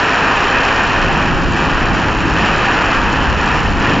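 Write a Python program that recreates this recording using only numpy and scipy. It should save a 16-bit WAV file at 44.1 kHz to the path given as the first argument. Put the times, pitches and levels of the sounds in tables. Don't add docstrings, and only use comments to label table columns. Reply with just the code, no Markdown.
import sys
import numpy as np
from scipy import signal
from scipy.fft import rfft, irfft
from scipy.io import wavfile
from scipy.ndimage import uniform_filter1d, minimum_filter1d

SR = 44100
rng = np.random.default_rng(int(sys.argv[2]) if len(sys.argv) > 2 else 0)


def inscribe(sig):
    pcm = np.round(np.clip(np.atleast_2d(sig).T, -1, 1) * 32767)
    wavfile.write(sys.argv[1], SR, pcm.astype(np.int16))


N = 176400
TIME, FREQ = np.arange(N) / SR, np.arange(N // 2 + 1) * SR / N
SIDE = np.array([[1], [-1]])


def undb(db):
    return 10 ** (np.asarray(db) / 20)


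def unit(x):
    return x / np.sqrt(np.mean(x ** 2) + 1e-18)


def curve(rows):
    return np.interp(TIME, *np.array(rows).T)


def colour(x, points):
    hz, db = np.array(points).T
    shape_db = np.interp(np.log(FREQ + 1e-3), np.log(hz), db, left=-120, right=-120)
    return unit(irfft(rfft(x) * undb(shape_db), N))


def noise(points):
    return colour(rng.standard_normal(N), points)


def drift(hz):
    hold = int(SR / hz)
    steps = np.repeat(rng.standard_normal(N // hold + 1), hold)
    return unit(uniform_filter1d(uniform_filter1d(steps, hold), hold)[:N])


def even(x, seconds=.13):
    return x / np.sqrt(uniform_filter1d(x ** 2, int(seconds * SR)) + 1e-6)


def turbulence(points, width):
    return even(noise(points)) + width * noise(points) * SIDE


# position/cycles, level/dB
PULSES = [(0.0, 0), (0.332, -2), (0.469, -2.5), (.62, -2.5), (.87, -5.5)]

def pulsing(cycles, decay_s=.0019, scatter_db=1):
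    starts = np.arange(int(cycles[-1]))
    sizes = undb(scatter_db * rng.standard_normal((len(starts), len(PULSES))))
    hits = np.zeros(N)
    for (position, db), size in zip(PULSES, sizes.T):
        at = np.minimum(np.searchsorted(cycles, starts + position), N - 1)
        hits[at] += (undb(db) * size) ** 2
    power = signal.lfilter([1], [1, -np.exp(-1 / (decay_s * SR))], hits)
    return power / power.mean()


def pulsed(pulses, share):
    return rng.standard_normal(N) * np.sqrt(1 + share * (pulses - 1))


# f/Hz, level/dB
ROAR_SPECTRUM = [(220, -23.5), (400, -4.5), (520, -3.5), (650, -3.7), (780, -0.5), (950, 0.5), (1100, -0.5),
                 (1400, -0.8), (1800, -1.4), (1970, -7.5), (2160, -9.5), (2340, -8), (2500, -4), (2800, -7),
                 (3110, -8.5), (3230, -14.5), (3400, -17), (4000, -43), (6000, -100)]

def fan_and_pump(pulses):
    return undb(-3) * colour(pulsed(pulses, share=.35), ROAR_SPECTRUM)


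# f/Hz, half-width/Hz, level/dB
COVER_MODES = [(1217, 39, -22.5), (1534, 44, -18.5), (1637, 72, -15.5), (1724, 45, -13), (1820, 55, -15.5),
               (2465, 63, -17.5), (2580, 61, -17.5), (2692, 59, -23)]

def covers(pulses, level_db):
    drive = rfft(pulsed(pulses, share=.35))
    ring = sum(undb(db) * unit(irfft(drive / (1 + 1j * (FREQ - hz) / half_width) ** 2, N))
               for hz, half_width, db in COVER_MODES)
    return ring * undb(1.56 * (level_db - level_db.max()))


# f/Hz, level/dB
RASP_SPECTRUM = [(1940, -37), (3300, -9.5), (3630, -4), (3990, -2.5), (5000, -6.5), (5410, -4),
                 (6250, -13.5), (7120, -9.5), (7500, -23), (9750, -37.5), (16500, -120)]

def recorder_rasp(pulses, share=.63, ticks_per_s=2200):
    ticks = unit(pulsed(pulses, share) * (rng.random(N) < ticks_per_s / SR))
    return undb(-20.5) * colour(pulsed(pulses, share) + undb(4.5) * ticks, RASP_SPECTRUM)


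# f/Hz, level/dB
EXHAUST_SPECTRUM = [(15, -33), (27, -10), (60, -9), (120, -4), (170, 0), (250, 1.5), (350, 1), (430, -4.5),
                    (560, -24)]

def exhaust_rumble():
    return undb(-13.5) * noise(EXHAUST_SPECTRUM)


# multiple of the firing rate, level/dB
EXHAUST_HARMONICS = [(2, -36), (3, -37.5), (4, -40.5), (5, -40.5)]

def exhaust_drone(cycles):
    return sum(undb(db + 2 * drift(hz=7.3)) * np.sqrt(2) * np.sin(2 * np.pi * (k * cycles + rng.random()))
               for k, db in EXHAUST_HARMONICS)


# delay/s, level/dB
ECHOES = [(.0043, -26.5), (.0074, -23), (0.015, -21), (0.026, -23), (0.044, -19.5)]

def echoed(x):
    return x + sum(undb(db) * np.roll(x, int(delay * SR)) for delay, db in ECHOES)


# t/s, level/dB
ROAR_LEVEL = [(0.0, -11.5), (0.52, -10.5), (0.59, -10), (0.73, -12.5), (0.79, -11), (1.1, -13),
              (1.31, -14.5), (1.38, -16.5), (1.51, -16), (1.59, -14.5), (1.76, -13), (1.82, -15.5),
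              (2.09, -14), (2.15, -16), (2.48, -12.0), (2.57, -13.5), (2.67, -11.5), (2.86, -11.5),
              (3.04, -14), (3.12, -13.5), (3.34, -15.5), (3.48, -12), (3.73, -17), (3.81, -14),
              (3.9, -11.5), (3.99, -14.5)]

def machine(firing_hz=52.97, speed_wander=.002):
    cycles = np.cumsum(firing_hz * (1 + speed_wander * drift(hz=3))) / SR
    pulses, level_db = pulsing(cycles), curve(ROAR_LEVEL)
    roar = fan_and_pump(pulses)
    ring = covers(pulses, level_db)
    rasp = recorder_rasp(pulses)
    rumble = exhaust_rumble()
    drone = exhaust_drone(cycles)
    flutter_db = .67 * drift(hz=21.95)
    return (echoed(roar + ring + rumble) + rasp) * undb(level_db + flutter_db) + drone


# t/s, level/dB
BUFFET_LEVEL = [(0.0, -29.5), (0.47, -25), (0.54, -23.5), (0.78, -25), (1.1, -16), (1.18, -22), (1.47, -17),
                (1.57, -24), (1.82, -16), (1.98, -21.7), (2.33, -19.3), (2.76, -24), (3.04, -18),
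                (3.17, -21.5), (3.29, -13.5), (3.49, -22), (3.71, -15.5), (3.99, -24)]
# f/Hz, level/dB
BUFFET_SPECTRUM = [(10, -36.5), (20, -1), (29, -3.5), (45, -4.5), (68, -4), (95, -16), (200, -33)]

def buffets():
    return turbulence(BUFFET_SPECTRUM, width=.48) * undb(-3 + curve(BUFFET_LEVEL))


# f/Hz, level/dB
CRACKLE_SPECTRUM = [(600, -24.5), (1600, -7), (3000, 1.5), (3600, -8), (5500, -1), (7400, 1.5),
                    (9000, -32.5)]

def crackle(snaps_per_s=200, spread_db=3.2, decay_s=.0008):
    onsets = rng.random(N) < snaps_per_s / SR
    sizes = undb(spread_db * np.minimum(rng.exponential(size=N), 4))
    bursts = signal.lfilter([1], [1, -np.exp(-1 / (decay_s * SR))], onsets * sizes)
    return undb(-45) * colour(bursts * rng.standard_normal(N), CRACKLE_SPECTRUM)


# f/Hz, level/dB
FLOOR_SPECTRUM = [(200, 21.5), (500, 19), (1000, -29), (2200, -30.5), (4000, -6.5), (7400, -8)]

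def stereo_floor():
    return undb(-50.5) * noise(FLOOR_SPECTRUM) * SIDE


# t/s, level/dB
FLAME_LEVEL = [(0.0, -18), (0.19, -27), (0.53, -19.3), (0.75, -21), (1.19, -15.2), (1.81, -17.5),
               (1.91, -14.5), (2.16, -19.5), (2.28, -14), (2.47, -17), (2.97, -23), (3.13, -17.2),
               (3.35, -21), (3.99, -13)]
# f/Hz, level/dB
FLAME_SPECTRUM = [(45, -32), (75, -2), (110, 1.5), (180, 1), (260, -.5), (340, -2), (450, -11.5),
                  (650, -18.5), (800, -15), (1100, -19.5), (1500, -36.5)]

def fireball(flare_at_s=.9, rise_s=.13):
    flare = .5 + .5 * np.tanh((TIME - flare_at_s) / rise_s)
    roar = turbulence(FLAME_SPECTRUM, width=.17)
    flicker_db = .64 * drift(hz=11)
    return roar * flare * undb(-4 + curve(FLAME_LEVEL) + flicker_db)


# start/s, end/s, f/Hz, width/Hz
TREBLE_GAP = (1.28, 1.77, 2140, 130)

def hollow(x, depth=.9, fade_s=.08):
    start, end, hz, width_hz = TREBLE_GAP
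    band = irfft(rfft(x) * np.exp(-(2 * (FREQ - hz) / width_hz) ** 4), N)
    gate = uniform_filter1d(1. * ((TIME > start) & (TIME < end)), int(fade_s * SR))
    return x - depth * band * gate


# t/s, half-length/s, f/Hz, level/dB
SURGES = [(1.921, 0.053, 159, -23), (2.274, 0.053, 300.6, -22), (3.154, .06, 278, -26.5),
          (3.923, .09, 276, -22)]

def surges(step_octaves=.11):
    hoots = np.zeros(N)
    for at, half_length, hz, db in SURGES:
        band = [(hz * 2 ** (k * step_octaves), -4 * k * k) for k in range(-3, 4)]
        swell = np.exp(-((TIME - at) / half_length) ** 2)
        hoots += even(noise(band)) * undb(db) * swell
    return hoots


def scene():
    return stereo_floor() + hollow(machine() + crackle()) + fireball() + surges() + buffets()


def record(dry, drive=.3, target_db=-12.5, gain_strength=.4, limit_db=-3, top_hz=7500):
    saturated = np.tanh(drive * dry) / drive
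    gain_window, limit_window = int(.04 * SR), int(.0071 * SR)
    loudness = np.sqrt(uniform_filter1d(np.mean(saturated ** 2, axis=0), gain_window) + 1e-9)
    levelled = saturated * (undb(target_db) / loudness) ** gain_strength
    duck = np.minimum(1, undb(limit_db) / (np.abs(levelled).max(axis=0) + 1e-9))
    limited = levelled * uniform_filter1d(minimum_filter1d(duck, limit_window), limit_window)
    return signal.sosfilt(signal.ellip(12, .2, 90, top_hz, fs=SR, output="sos"), limited)


dry = scene()
out = record(dry)
inscribe(out)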